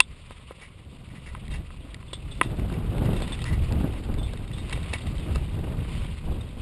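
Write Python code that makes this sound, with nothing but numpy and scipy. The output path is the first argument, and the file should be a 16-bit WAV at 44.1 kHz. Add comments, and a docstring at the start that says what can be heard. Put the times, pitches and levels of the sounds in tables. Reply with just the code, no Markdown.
"""Bumpy dirt trail: a mountain bike rolls down it, heard by a small camera in a plastic housing on the rider's chest.
Wind buffets the microphone port: flickering noise bands, a low rumble and a brighter gust edge.
Sharp knocks and clatters ring the housing modes; a metal part pings as one decaying mode.
Tyre and grass hiss and a loose rattle lie behind. The camera samples slowly and holds each value,
mirroring the treble."""
import sys
import numpy as np
from scipy import signal
from scipy.fft import rfft, irfft, next_fast_len
from scipy.io import wavfile

SR = 44100
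rng = np.random.default_rng(int(sys.argv[2]) if len(sys.argv) > 2 else 0)


def generate_wav(signal):
    """Clip the signal to [-1, 1] and save it as 16-bit WAV at the path in sys.argv[1]."""
    frames = np.transpose(np.atleast_2d(signal))
    scaled = np.clip(frames, -1, 1) * 32767
    pcm = np.round(scaled).astype(np.int16)
    wavfile.write(sys.argv[1], SR, pcm)


N = 291501

# wind course before trims: t/s, rumble level/dB, gust edge relative to rumble/dB
WIND_COURSE = [(0.04, -45, -16), (0.6, -50.5, -9), (1.15, -43.5, -8.5), (1.6, -32.5, -15.5),
               (1.67, -42, -12.5), (2.13, -43.5, -8), (2.37, -32, -16.5), (2.46, -41.5, 2.5),
               (2.52, -26.5, -12.5), (2.8, -31, -7), (3.1, -23, -7), (3.33, -33.5, -10), (3.63, -23, -14.5),
               (3.68, -29, -16), (3.73, -22, -6.5), (3.99, -34, -8), (4.11, -27, -9.5), (4.47, -35.5, -13),
               (4.78, -30.5, -11.5), (5.02, -36.5, -8), (5.08, -27.5, -12), (5.2, -32, -12),
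               (5.37, -26.5, -11), (5.45, -31, -13), (5.8, -30, -7), (6.05, -29, -17), (6.19, -38.5, -12.5),
               (6.32, -28, -8.5), (6.54, -41.5, -5.5), (6.61, -32, -13)]
# wind rumble spectrum, relative density: f/Hz, level/dB per Hz
RUMBLE_SPECTRUM = [(12, -44), (20, -0.5), (70, 2.5), (124, -4.5), (200, -14), (260, -30), (440, -120)]
# gust edge spectrum, relative density: f/Hz, level/dB per Hz
EDGE_SPECTRUM = [(100, 4.5), (160, 0), (250, -3), (400, -10), (700, -17), (1200, -25.5), (2000, -28.5)]
RUMBLE_TRIM_DB, EDGE_TRIM_DB = 1.5, 5.0

# free housing modes: f/Hz, level/dB, t60/s
HOUSING_MODES = [(530, -2, .025), (720, -8, .02), (1035, 0, .03), (1260, -2, .022), (1520, -6, .022),
                 (1990, 0, .022), (2220, -1, .016), (2710, -2, .016), (3200, -9, .014), (3650, -8, .018)]
LOW_MODES, MIDDLE_MODES, HIGH_MODES, TOP_MODES = slice(0, 2), slice(2, 5), slice(5, 7), slice(7, 9)

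# sharp housing knocks: t/s, high-mode peak level/dB; relative to it: low, middle, top modes, dry crack/dB
KNOCK_EVENTS = [(0.0028, -9, -19, -0.5, 10, 8), (0.3074, -41, 5.5, 8.5, 0, -4),
                (0.5082, -50.5, 19.5, 18, -16, -15), (1.3493, -35, -13, 8, 0, -22),
                (1.48, -38, -25, -18, -21, 1.5), (1.704, -41, -6, 4.5, -4, -8),
                (1.9439, -31.5, -27, -28, -27, 1.5), (2.0273, -44, -6, 4, 0.5, -18),
                (2.1308, -38.5, 7.5, 6, 2, 10), (2.4124, -7, -10, 1.5, -3.5, -24),
                (2.6995, -53, 18, 21, -7, -2), (2.9816, -31.5, -24, -18, -21.5, -2),
                (3.2207, -39, 14, 8, -3, 9.5), (3.4411, -41, 3, 12, 9, 15.5), (3.723, -38, -1, -14, 0, 10),
                (4.14, -34.5, -5, -18, -16, -3), (4.3344, -47.5, 15.5, 14.5, -8, 12),
                (4.6955, -40.5, -3, 7, 6, 13), (4.775, -51, 20.5, 0, 0, 2),
                (4.9355, -38.5, 12, -12, 16.5, 15.5), (5.357, -36.5, 7, 11.5, 8, 9)]
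TOUCH_S = .00025
KNOCK_RING = 0.85   # share of free t60 left while the housing is pressed
THUD_DB = -7.5   # relative to low modes

# clatters of chain, cables, brushing stems placed by hand, strong and faint:
# t/s, peak level/dB, colour centre f/Hz, decay constant/s
PLACED_CLATTERS = [(0.3144, -34.5, 3200, 0.009), (0.612, -31.5, 2410, 0.024), (1.1, -40, 2090, 0.014),
                   (1.15, -37, 2300, 0.018), (1.259, -32.5, 2380, 0.022), (1.505, -30.5, 3300, 0.032),
                   (1.536, -28.5, 2400, 0.017), (2.1363, -35, 3660, .0062), (2.428, -22.5, 3300, 0.011),
                   (2.5945, -31, 2400, 0.0032), (2.735, -32.5, 2300, 0.009), (2.8684, -45.5, 3600, 0.0035),
                   (3.054, -30.5, 2400, 0.0082), (3.13, -29, 2900, 0.0092), (3.161, -27.5, 3400, 0.008),
                   (3.1754, -31, 3800, .003), (3.199, -35, 3370, .004), (3.2755, -30, 3000, 0.0022),
                   (3.325, -49, 3570, .008), (3.3485, -34, 3200, 0.0055), (3.4165, -26, 3360, 0.0044),
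                   (3.4516, -25, 2580, 0.036), (3.527, -26, 1800, 0.015), (4.5136, -31, 3040, 0.0015),
                   (4.5326, -36, 3300, 0.0055), (4.576, -29, 3700, 0.018), (4.6778, -35, 2840, 0.0064),
                   (4.7257, -18.5, 3220, 0.0043), (4.754, -29.5, 2900, 0.0029), (4.828, -29, 3550, 0.0023),
                   (4.9302, -20.5, 2460, 0.012), (4.916, -47, 2440, .004), (4.982, -24.5, 2680, 0.0013),
                   (5.067, -31.5, 2700, 0.003), (5.03, -43, 2500, 0.0033), (5.164, -57, 2880, .004),
                   (5.1944, -32, 3500, 0.0067), (5.347, -28, 3450, 0.014), (5.6396, -33, 2680, .0054),
                   (5.925, -38, 2800, 0.0043), (6.1853, -36, 2650, 0.0027), (6.4067, -31.5, 3700, 0.0089)]
CRACK_LOW_HZ = 2570
SMALL_CLATTERS = 90
SMALL_OVER_ROLLING_DB, SMALL_SPREAD_DB = 17, 3   # over untrimmed rolling level; +- spread
SMALL_DECAY_S, SMALL_LOW_HZ, SMALL_HIGH_HZ = .0015, 2510, 4060

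# small metal part: t/s, peak level/dB, t60/s (raised to PING_MIN_T60_S if shorter)
PING_EVENTS = [(0.007, -25, 0.005), (2.0802, -44, 0.013), (2.1316, -26.5, 0.011), (2.3111, -36.5, 0.02),
               (2.4314, -43, 0.14), (3.2196, -33.5, 0.017), (3.3204, -30, 0.046), (4.1834, -39.5, 0.087),
               (4.2283, -34, 0.11), (4.5321, -35, 0.025)]
PING_HZ, PING_MIN_T60_S = 3523, .01

# tyres and grass before trim: t/s, rolling level/dB
ROLLING_COURSE = [(0.03, -59), (0.51, -56.5), (0.83, -62), (1.14, -59), (1.31, -57), (2.1, -59.5),
                  (2.35, -53.5), (2.85, -54.5), (3.34, -47), (3.51, -51), (4.53, -55), (4.75, -50.5),
                  (4.88, -49), (5.41, -52.5), (5.65, -55.5), (5.96, -48), (6.27, -56.5), (6.6, -55)]
# rolling hiss spectrum, relative density: f/Hz, level/dB per Hz
HISS_SPECTRUM = [(300, -5), (600, 0.5), (850, -21), (1060, 1), (1600, -10.5), (2370, 1.5), (3040, 0.5),
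                 (3570, -3.5), (4140, -6.5), (4990, -19.5), (6200, -11)]
ROLLING_TRIM_DB = 3.3
RATTLE_MEDIAN_PER_S, RATTLE_DB = 170, -9   # contact rate; level relative to hiss

HOLD_HZ, EDGE_HZ, CUTOFF_HZ = 12000, 5460, 11900   # sampling rate, low-pass before it, low-pass after it


def from_db(db):
    """Decibels to gain."""
    return 10 ** (np.asarray(db) / 20)


def rms_one(x):
    """Scale to unit rms."""
    return x / np.sqrt(np.mean(x ** 2) + 1e-20)


def in_time(rows):
    """Columns of a curve table at every sample."""
    s, *columns = np.transpose(rows)
    return [np.interp(np.arange(N) / SR, s, c) for c in columns]


def drift(corner_hz):
    """Slow chance of rms 1: noise at SR / 40 through a double one-pole low-pass."""
    r = np.exp(-2 * np.pi * corner_hz * 40 / SR)
    coarse = rng.standard_normal(N // 40 + 2002)
    slow = signal.lfilter([1], [1, -2 * r, r * r], coarse)[2000:]   # drop the run-in
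    return np.interp(np.arange(N) / 40, np.arange(len(slow)), rms_one(slow))


def ring(force, hz, t60_s):
    """Two-pole resonator: a unit click sets a decaying sine of height 1 ringing."""
    r = from_db(-60 / (t60_s * SR))
    w = 2 * np.pi * hz / SR
    return signal.lfilter([0, np.sin(w)], [1, -2 * r * np.cos(w), r * r], force + 1e-18)


def banded_noise(spectrum, shared_db, own_db, corner_hz):
    """Third-octave bands of noise that flicker partly together, partly alone; rms 1."""
    hz, level_db = np.transpose(spectrum)
    edges_hz = hz[0] * 2 ** np.arange(0, np.log2(hz[-1] / hz[0]) + .01, 1 / 3)
    together = drift(corner_hz)
    white = rng.standard_normal((2, N + 8192))   # a run-in lets the low bands settle
    out = 0
    for k, (low_hz, high_hz) in enumerate(zip(edges_hz, edges_hz[1:])):
        sos = signal.butter(2, [low_hz, high_hz], "band", fs=SR, output="sos")
        band = signal.sosfilt(sos, white[k % 2])[-N:]   # neighbours use different noise
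        band_db = np.interp(np.log(low_hz * high_hz) / 2, np.log(hz), level_db)
        flicker_db = shared_db * together + own_db * drift(corner_hz)
        out = out + from_db(band_db + flicker_db) * band
    return rms_one(out)


def add(out, s, peak_db, sound):
    """Lay a short sound into the track at its moment and peak level."""
    at = round(s * SR)
    out[at:at + len(sound)] += (from_db(peak_db) * sound / np.abs(sound).max())[:N - at]


def wind(wind_db, edge_db):
    """Lumpy pressure on the port; its brighter edge flares in short puffs."""
    rumble = banded_noise(RUMBLE_SPECTRUM, shared_db=1.0, own_db=1.5, corner_hz=10.0)
    edge = banded_noise(EDGE_SPECTRUM, shared_db=3., own_db=0.5, corner_hz=32.7)
    rumble_gain = from_db(wind_db + RUMBLE_TRIM_DB)
    edge_gain = from_db(wind_db + edge_db + EDGE_TRIM_DB)
    return rumble_gain * rumble + edge_gain * edge


def knocks():
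    """One short touch rings groups of modes, shared by where it lands; a crack above, a thud below."""
    out, size = np.zeros(N), 2048
    spread_db = rng.normal(0, 1.5, (len(KNOCK_EVENTS), len(HOUSING_MODES)))
    grit_decay = np.exp(-np.arange(size) / (.0013 * SR))
    grit = rng.standard_normal((len(KNOCK_EVENTS), size)) * grit_decay
    thin = signal.butter(2, [3100, 5000], "band", fs=SR, output="sos")
    dull = signal.butter(2, [280, 480], "band", fs=SR, output="sos")
    touch = -np.hanning(round(TOUCH_S * SR) + 2)   # a soft contact spares the treble
    for k, (s, high_db, low_db, middle_db, top_db, crack_db) in enumerate(KNOCK_EVENTS):
        force = np.convolve(np.r_[1, .1 * grit[k, 1:]], touch)[:size]
        rings = np.array([from_db(level_db + chance_db) * ring(force, hz, KNOCK_RING * t60_s)
                          for (hz, level_db, t60_s), chance_db in zip(HOUSING_MODES, spread_db[k])])
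        groups = ((LOW_MODES, low_db), (MIDDLE_MODES, middle_db), (HIGH_MODES, 0), (TOP_MODES, top_db))
        for modes, share_db in groups:
            # the shell passes each group in its own band only, so the ring builds up over a cycle or two
            edges_hz = HOUSING_MODES[modes][0][0] / 1.2, HOUSING_MODES[modes][-1][0] * 1.15
            band = signal.butter(1, edges_hz, "band", fs=SR, output="sos")
            add(out, s, high_db + share_db, signal.sosfilt(band, rings[modes].sum(axis=0)))
        add(out, s, high_db + crack_db, signal.sosfilt(thin, grit[k]))
        add(out, s, high_db + low_db + THUD_DB, signal.sosfilt(dull, force))
    return out


def housing(force, centre_hz, below_db, above_db, own_db):
    """Modes rung by a force, rms 1; those away from its colour lose some dB per octave."""
    out = 0
    for (hz, level_db, t60_s), chance_db in zip(HOUSING_MODES, own_db):
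        octaves = np.log2(hz / centre_hz)
        loss_db = above_db * max(octaves, 0) - below_db * min(octaves, 0)
        out = out + from_db(level_db + chance_db - loss_db) * ring(force, hz, t60_s)
    return rms_one(out)


def clatters(rows):
    """A swelling and dying swarm of uneven contacts, partly rung by the housing, partly bright noise."""
    out, size = np.zeros(N), 5120
    spread_db = rng.normal(0, 3., (len(rows), len(HOUSING_MODES)))
    uneven = from_db(4. * rng.standard_normal((len(rows), size)))
    swarm = rng.standard_normal((len(rows), size)) * uneven
    thin = signal.butter(2, CRACK_LOW_HZ, "high", fs=SR, output="sos")
    for k, (s, peak_db, centre_hz, decay_s) in enumerate(rows):
        age = np.arange(size) / SR / decay_s
        force = swarm[k] * age ** .3 * np.exp(-age)
        body = housing(force, centre_hz, below_db=20., above_db=9., own_db=spread_db[k])
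        bright = rms_one(signal.sosfilt(thin, force))
        add(out, s, peak_db, body + from_db(-2.0) * bright)
    return out


def small_clatters(rolling_db):
    """Rows like PLACED_CLATTERS, drawn at random; rough ground brings more and louder ones."""
    when, size, colour = rng.random((SMALL_CLATTERS, 3)).T
    share = np.cumsum(from_db(rolling_db))
    at = np.searchsorted(share / share[-1], when)
    peak_db = rolling_db[at] + SMALL_OVER_ROLLING_DB + SMALL_SPREAD_DB * (2 * size - 1)
    centre_hz = SMALL_LOW_HZ * (SMALL_HIGH_HZ / SMALL_LOW_HZ) ** colour
    return list(zip(at / SR, peak_db, centre_hz, np.full(len(at), SMALL_DECAY_S)))


def pings():
    """One clear mode, struck once and then jostled by smaller touches."""
    out, size = np.zeros(N), 8192
    jostle_decay = np.exp(-np.arange(size) / (.014 * SR))
    force = rng.standard_normal((len(PING_EVENTS), size)) * jostle_decay
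    force[:, 0] = 3.   # the strike
    for k, (s, peak_db, t60_s) in enumerate(PING_EVENTS):
        add(out, s, peak_db, ring(force[k], PING_HZ, max(t60_s, PING_MIN_T60_S)))
    return out


def rolling(rolling_db):
    """Tyres on dirt and brushing grass hiss through the housing, with the rattle on top."""
    hiss = banded_noise(HISS_SPECTRUM, shared_db=1.8, own_db=1.6, corner_hz=30.0)
    return from_db(rolling_db + ROLLING_TRIM_DB) * (hiss + from_db(RATTLE_DB) * rattle())


def rattle():
    """Clumped small contacts, each striking the upper housing modes with strengths of its own; rms 1."""
    born = rng.random(N) < RATTLE_MEDIAN_PER_S * from_db(5. * drift(8.)) / SR
    strength = from_db(4. * np.minimum(rng.exponential(1, N), 2.5))
    clicks = born * strength * rng.choice([-1, 1], N)
    out = 0
    for hz, level_db, t60_s in HOUSING_MODES[2:]:
        struck = clicks * rng.standard_normal(N) * from_db(level_db)
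        out = out + ring(struck, hz, 0.2 * t60_s)
    return rms_one(out)


def scene():
    """All sources at the microphone."""
    wind_db, edge_db = in_time(WIND_COURSE)
    rolling_db, = in_time(ROLLING_COURSE)
    contacts = knocks() + clatters(PLACED_CLATTERS + small_clatters(rolling_db)) + pings()
    return (wind(wind_db, edge_db) + contacts + rolling(rolling_db))[None]


def record(dry):
    """Overload, a filter under half the sampling rate, then held samples: a mirror image under a sinc slope."""
    low_pass = signal.butter(16, EDGE_HZ, fs=SR, output="sos")
    x = signal.sosfilt(low_pass, np.clip(dry, -1.2, 1.2))
    x = x * (1 + 2 * np.cos(2 * np.pi * HOLD_HZ * np.arange(N) / SR))   # mirrors the band about HOLD_HZ / 2
    size = next_fast_len(N)
    hold_slope = np.sinc(np.fft.rfftfreq(size, 1 / SR) / HOLD_HZ)
    x = irfft(rfft(x, size) * hold_slope, size)[:, :N]
    smooth = signal.ellip(10, .5, 80, CUTOFF_HZ, fs=SR, output="sos")
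    return signal.sosfilt(smooth, np.clip(x, -.92, .92))


dry = scene()
out = record(dry)
generate_wav(out)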